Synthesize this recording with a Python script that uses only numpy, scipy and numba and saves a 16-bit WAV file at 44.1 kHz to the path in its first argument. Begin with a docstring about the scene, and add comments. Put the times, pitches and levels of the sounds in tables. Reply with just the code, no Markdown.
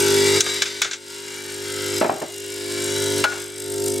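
"""Vibrating pot on a workbench

A steel pot of cleaning liquid, shaken by a mains-driven vibrator; stereo microphones close above it.
Each stroke hums in the pot, rattles the parts in it and makes a burst of sizzle. A tool clinks,
something knocks on the bench, a lid clanks; loud blows duck the recorder's gain, which creeps back."""
import sys
import numpy as np
from scipy import signal
from scipy.fft import rfft, irfft, next_fast_len
from scipy.io import wavfile
from scipy.ndimage import uniform_filter1d, map_coordinates
from numba import njit

SR = 44100
rng = np.random.default_rng(int(sys.argv[2]) if len(sys.argv) > 2 else 0)


def unload_wav(signal):
    """Save mono or channel-first audio to the path in sys.argv[1] as 16-bit WAV at rate SR, clipped to [-1, 1]."""
    wavfile.write(
        sys.argv[1],
        SR,
        np.round(np.clip(np.atleast_2d(signal).T, -1, 1) * 32767).astype(np.int16),
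    )


N = 176400
STROKE_HZ = 50.03

# Resonances of the steel pot (frequency [Hz], width [Hz], lift [dB])
POT_RESONANCES = [(923, 170, 12), (1504, 400, 3.5), (2087, 65, 8.5), (2289, 51, 12.5), (2780, 210, 8),
                  (3900, 113, 8.5), (4944, 220, 5), (7560, 96, 8.5), (8560, 320, 2.5), (13000, 320, 3.5)]
# Clinks of the tool (time [s], level [dB], t60 [s], brightness [dB/octave])
TOOL_HITS = [(.4062, 7, 0.054, 5), (.464, -5, 0.1, -3), (.620, 8.5, 0.064, 0.5), (.655, -4, 0.17, 0),
             (.817, 10, 0.13, 0), (.846, -0.5, 0.2, -3), (.911, -0.5, 0.13, 1), (.932, 0, 0.11, 1)]


def undb(db):
    """Decibels to gain."""
    return 10 ** (np.asarray(db) / 20)


def unit(x):
    """Scale to rms 1."""
    return x / np.sqrt(np.mean(x ** 2))


def decay(t, t60):
    """Exponential fall of 60 dB in t60 seconds."""
    return np.exp(-np.log(1000) * t / t60)


def colour(x, points, peaks=()):
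    """Minimum-phase filter: a broad curve through (Hz, dB) points with resonances on top."""
    size = next_fast_len(len(x) + 4096)
    size += size % 2
    hz = np.arange(size // 2 + 1) * SR / size
    point_hz, point_db = np.array(points).T
    db = np.interp(np.log(hz + 1), np.log(point_hz), point_db)
    db += sum(lift / (1 + (2 * (hz - centre) / width) ** 2) for centre, width, lift in peaks)
    cepstrum = irfft(np.log(undb(db)))
    cepstrum[1:size // 2] *= 2
    cepstrum[size // 2 + 1:] = 0
    return irfft(rfft(x, size) * np.exp(rfft(cepstrum)))[:len(x)]


def wander(per_s):
    """Slow random wandering with spread near 1."""
    knots = rng.standard_normal(256)
    return np.interp(np.arange(N) / SR * per_s, np.arange(len(knots)), knots)


def smear(x, ring_s):
    """Spread each click into a dense short ring without changing the spectrum."""
    t = np.arange(N) / SR
    response = rfft(rng.standard_normal(N) * np.exp(-t / ring_s), 2 * N)
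    return irfft(rfft(x, 2 * N) * response / (abs(response) + 1e-9))[:N]


def pot_hum(t):
    """Harmonics of the stroke form one flat-topped throb per cycle, purer while the tool is in the pot."""
    # Hum partials (harmonic [stroke rates], relative level with tool out [dB], with tool dipped [dB])
    harmonics = [(1, -45, -43), (2, -10, -9.5), (3, -19, -17.5), (5, -10.5, -12.5), (6, -9.5, -14.5),
                 (7, -2, -3.5), (8, 2.5, 3.5), (9, -10.5, -12), (10, -14.5, -23), (11, -14, -18),
                 (13, -21.5, -30), (14, -22, -27), (15, -27, -38), (17, -24.5, -19.5), (18, -20, -25),
                 (19, -29, -17)]
    strongest = max(harmonics, key=lambda row: row[1])[0]
    tool_leaves_s = [TOOL_HITS[0][0], 0.43]
    throb_centre, throb_length = .82, .62  # in strokes
    mic_phase_rad = np.array([[.22], [-.22]])  # the hum reaches the left microphone first
    turn = 2 * np.pi * (STROKE_HZ * t - throb_centre)
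    out = 0
    for k, free_db, dipped_db in harmonics:
        db = np.interp(t, tool_leaves_s, [dipped_db, free_db]) + 1.73 * wander(per_s=4.99)
        polarity = np.sign(np.sinc(throb_length * (k - strongest)))
        out = out + undb(db) * polarity * np.cos(k * turn + mic_phase_rad)
    return unit(out)


def parts_rattle():
    """Parts strike the pot at nearly the same points of every stroke and ring its resonances."""
    # Broad spectrum of the contacts (frequency [Hz], relative level [dB])
    spectrum = [(500, -8.5), (750, -15), (1100, -10.5), (1450, 0), (1780, -3), (2200, -2), (2550, -7),
                (3300, 1.5), (4300, -2), (5000, 0.5), (7500, -3), (10000, -10.5), (16000, -27.5)]
    contacts, jitter_s, drift_s, scatter_db = 14, .00005, .00005, 2.5
    strokes = int(N / SR * STROKE_HZ) + 1
    place = (np.arange(contacts) + rng.random(contacts)) / contacts
    jitter, drift, strength = rng.standard_normal((3, strokes, contacts))
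    regular_s = (np.arange(strokes)[:, None] + place) / STROKE_HZ
    hit_s = regular_s + jitter_s * jitter + drift_s * np.cumsum(drift, axis=0)
    force = undb(scatter_db * strength) * rng.choice([-1, 1], contacts)
    clicks = np.bincount(abs(hit_s * SR).astype(int).ravel(), force.ravel(), N)[:N]
    return unit(colour(smear(clicks, ring_s=0.003), spectrum, POT_RESONANCES))


def sizzle(t):
    """A bright burst of fine chatter once per stroke; the approaching lid throws back each peak."""
    # Sizzle straight from the pot (frequency [Hz], relative level [dB])
    open_spectrum = [(2000, -27.5), (5000, -4), (7000, -2.5), (8300, 2.5), (9300, -2), (10700, -6.5),
                     (12700, -8), (13600, -13.5), (16000, -24)]
    # Sizzle thrown back by the lid (frequency [Hz], relative level [dB])
    lid_spectrum = [(600, -14), (780, 8), (1150, -20), (1800, -9), (2500, -20), (2900, -11.5), (6500, -10),
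                    (7400, 14), (8800, 12), (10800, -16), (12000, -4), (13500, -20)]
    burst_centre, burst_width = 0.23, 0.13  # in strokes
    floor, scatter_db = .15, 2.5
    offset = (STROKE_HZ * t - burst_centre + .5) % 1 - .5
    burst = np.exp(-.5 * (offset / burst_width) ** 2) * undb(-scatter_db * wander(per_s=33))
    direct = unit(colour((floor + burst) * rng.standard_normal(N), open_spectrum, POT_RESONANCES))
    reflected = unit(colour((floor + 2 * burst ** 2) * rng.standard_normal(N), lid_spectrum))
    lid_over_pot = np.interp(t, [3.7, 4.2], [0, 1])
    return direct + undb(-2) * lid_over_pot * reflected


def slosh(x, depth_db=4, width_hz=70, per_s=4.506):
    """Narrow resonances of pot and liquid swell and fade as the liquid moves."""
    hz, t, spectrum = signal.stft(x, SR, nperseg=2048)
    field = rng.standard_normal((600, 64))
    grid = np.meshgrid(hz / width_hz, t * per_s, indexing="ij")
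    swell_db = depth_db * map_coordinates(field, grid, mode="wrap")
    return unit(signal.istft(spectrum * undb(swell_db), SR)[1][:, :N])


def room_tone():
    """The workshop's steady low background noise."""
    spectrum = [(25, -31), (70, -31), (170, -4), (400, 11), (1000, -10.0), (8000, -30)]  # (Hz, dB)
    return unit(colour(rng.standard_normal(N), spectrum))


def blows(hits, spectrum, attack_s, tail_db, tail_t60, crack_gain=0):
    """Each blow is a dense, quickly dying ring with the workshop's weak tail and an optional crack."""
    # Crack at the moment of contact (frequency [Hz], gain [dB])
    crack_spectrum = [(1000, -4.5), (9000, 2.5), (16000, -6)]
    crack_s, hard_blow_db = 0.0017, 11.5
    out, t = np.zeros(N), np.arange(SR // 2) / SR
    attack = 1 - np.exp(-t / attack_s)
    crack_envelope = t / crack_s * np.exp(-t / crack_s)
    for start, db, t60, tilt in hits:
        envelope = attack * (decay(t, t60) + undb(tail_db) * decay(t, tail_t60))
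        tilted = [(hz, level + tilt * np.log2(hz / 1000)) for hz, level in spectrum]
        ring = colour(envelope * rng.standard_normal(len(t)), tilted)
        ring /= np.sqrt(uniform_filter1d(ring ** 2, size=176).max())  # loudest 4 ms at rms 1
        crack = colour(crack_envelope * rng.standard_normal(len(t)), crack_spectrum)
        hardness = min(undb(db - hard_blow_db), 1) ** 2  # softer blows lose their crack
        blow = undb(db) * (ring + crack_gain * hardness * crack)
        i = int(start * SR)
        out[i:i + len(t)] += blow[:N - i]
    return out


def tool_clinks():
    """The tool clinks brightly, with a crack on the harder hits."""
    # Ring of a clink (frequency [Hz], relative level [dB])
    spectrum = [(100, -23), (500, -7.5), (1000, -6.5), (1550, 9), (1850, 1), (2200, 7.5), (2900, 2.5),
                (3700, 9.5), (4500, -0.5), (5600, 5), (6800, 5), (8500, -6), (11500, -28), (16000, -36)]
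    return blows(TOOL_HITS, spectrum, attack_s=0.00049, tail_db=-32, tail_t60=0.15, crack_gain=1.8)


def bench_knocks():
    """Something knocks dully on the bench and the workshop answers."""
    # Knocks (time [s], level [dB], t60 [s], brightness [dB/octave])
    hits = [(2.0115, 4, 0.08, 2), (2.042, -0.5, 0.043, 1), (2.0935, 7.5, 0.027, 0),
            (2.2155, -2, 0.13, -0.5)]
    # Thud of the bench (frequency [Hz], relative level [dB])
    spectrum = [(40, -47), (130, -14.5), (230, -8), (390, -1.5), (490, -11), (630, 2), (800, -4),
                (1200, -13), (1600, -18), (2100, -19.5), (3500, -30.5), (16000, -63)]
    return blows(hits, spectrum, attack_s=0.0017, tail_db=-12, tail_t60=0.4)


def lid_clanks():
    """The lid clanks; its metal rings on in a few modes after the second hit."""
    # Clanks, then lighter clatter as it is lifted (time [s], level [dB], t60 [s], brightness [dB/octave])
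    hits = [(3.2395, 5.5, 0.048, 4), (3.2485, 1, 0.048, -5.5), (3.318, -10, 0.16, 3.5),
            (3.365, -19, 0.15, -2)]
    # Body of a clank (frequency [Hz], relative level [dB])
    spectrum = [(60, -54), (400, -18), (600, -1), (1200, 0.5), (1550, 1.5), (1900, -5.5), (2350, -8),
                (2900, -9), (3700, -13), (9000, -28.5), (16000, -46)]
    # Modes of the lid (frequency [Hz], level relative to the hit [dB], t60 [s])
    modes = [(1446, 3.5, .31), (1669, -11, .25), (2326, -13, .16)]
    out = blows(hits, spectrum, attack_s=0.0015, tail_db=-23, tail_t60=0.77)
    t = np.arange(SR // 2) / SR
    ring = sum(undb(db) * np.sin(2 * np.pi * hz * t) * decay(t, t60) for hz, db, t60 in modes)
    start, hit_db = hits[1][:2]
    i = int(start * SR)
    out[i:i + len(t)] += undb(hit_db) * ring
    return out


def microphones(direct, diffuse):
    """The pair above the pot: diffuse sound differs between the two, and the treble leans left."""
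    # Lean of the stereo image (frequency [Hz], left minus right [dB])
    balance = [(100, -2.5), (200, -0.5), (400, 0.2), (700, -2), (1300, 3.5), (2400, 3.5), (4400, 0.5),
               (8000, 2), (15000, 3)]
    # Diffuse sound in the side signal (frequency [Hz], gain [dB])
    width = [(200, -26), (700, -5.5), (1500, -8), (3000, -9), (4700, -19.5), (6500, -32), (8500, -7.5),
             (13000, -5.5)]
    side = colour(diffuse, width)
    left = colour(direct[0] + side, [(hz, db / 2) for hz, db in balance])
    right = colour(direct[1] - side, [(hz, -db / 2) for hz, db in balance])
    return np.array([left, right])


def scene():
    """The running machine and the blows around it, heard from close above the pot."""
    # Level of hum, rattle and sizzle before the recorder's gain control
    # (time [s], hum [dB], rattle [dB], sizzle [dB])
    levels_before_ducking = [(0, -18, -22.5, -26.5), (0.382, -16.5, -19, -28), (0.498, -13.5, -10, -19.5),
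                             (.78, -17.5, -12, -24.5), (1.0, -20, -21, -31), (1.12, -19, -15, -22.5),
                             (1.65, -19, -20, -24.5), (2.0, -17, -19.5, -21.5), (2.3, -19.5, -19, -22),
                             (2.56, -17.5, -18, -21), (2.75, -14, -16, -21), (3.22, -15, -20.5, -23.5),
                             (3.3, -12.5, -13.5, -22.5), (3.42, -14.5, -14.5, -14.5),
                             (3.52, -18.5, -22, -23), (3.69, -12, -21, -19), (3.88, -9, -21, -14.5),
                             (4, -12.5, -26, -17)]
    t = np.arange(N) / SR
    times, *levels = np.array(levels_before_ducking).T
    hum_gain, rattle_gain, sizzle_gain = (undb(np.interp(t, times, db)) for db in levels)
    rattling = rattle_gain * slosh([parts_rattle(), parts_rattle()])
    sizzling = sizzle_gain * slosh([sizzle(t), sizzle(t)])
    direct_chatter, diffuse_chatter = rattling + sizzling
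    workshop = tool_clinks() + bench_knocks() + lid_clanks() + undb(-39) * room_tone()
    direct = hum_gain * pot_hum(t) + workshop + direct_chatter
    diffuse = smear(workshop, ring_s=0.00383) + diffuse_chatter
    return microphones(direct, diffuse)


@njit
def duck(excess_db, attack_s, hold_s, recover_db_per_s):
    """Gain reduction in dB: rises fast with the excess, holds, then falls steadily."""
    out, cut, wait = np.empty(len(excess_db)), 0., 0.
    for i in range(len(excess_db)):
        wait -= 1
        if excess_db[i] > cut:
            cut += (excess_db[i] - cut) / (attack_s * SR)
            wait = hold_s * SR
        elif wait < 0:
            cut = max(cut - recover_db_per_s / SR, 0.)
        out[i] = cut
    return out


def record(dry):
    """The recorder: automatic gain control, full-scale clipping and a steep top cut."""
    limit_db, detect_s, lookahead_s, top_hz = -13.5, .0026, 0.00062, 15850
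    early_s, early_share = .023, .33  # looking further ahead, it makes part of each cut early
    samples = np.arange(N)
    power = uniform_filter1d(np.mean(dry ** 2, axis=0), int(detect_s * SR))
    excess_db = 10 * np.log10(abs(power) + 1e-12) - limit_db
    cut_db = duck(excess_db, attack_s=0.0023, hold_s=0.19, recover_db_per_s=15)
    cut_db = np.interp(samples + lookahead_s * SR, samples, cut_db)
    coming_db = np.interp(samples + early_s * SR, samples, cut_db)
    cut_db += early_share * np.maximum(coming_db - cut_db, 0)
    clipped = np.clip(dry * undb(-cut_db), -1, 1)
    return signal.sosfilt(signal.ellip(10, .2, 80, top_hz, fs=SR, output="sos"), clipped)


dry = scene()
out = record(dry)
unload_wav(out)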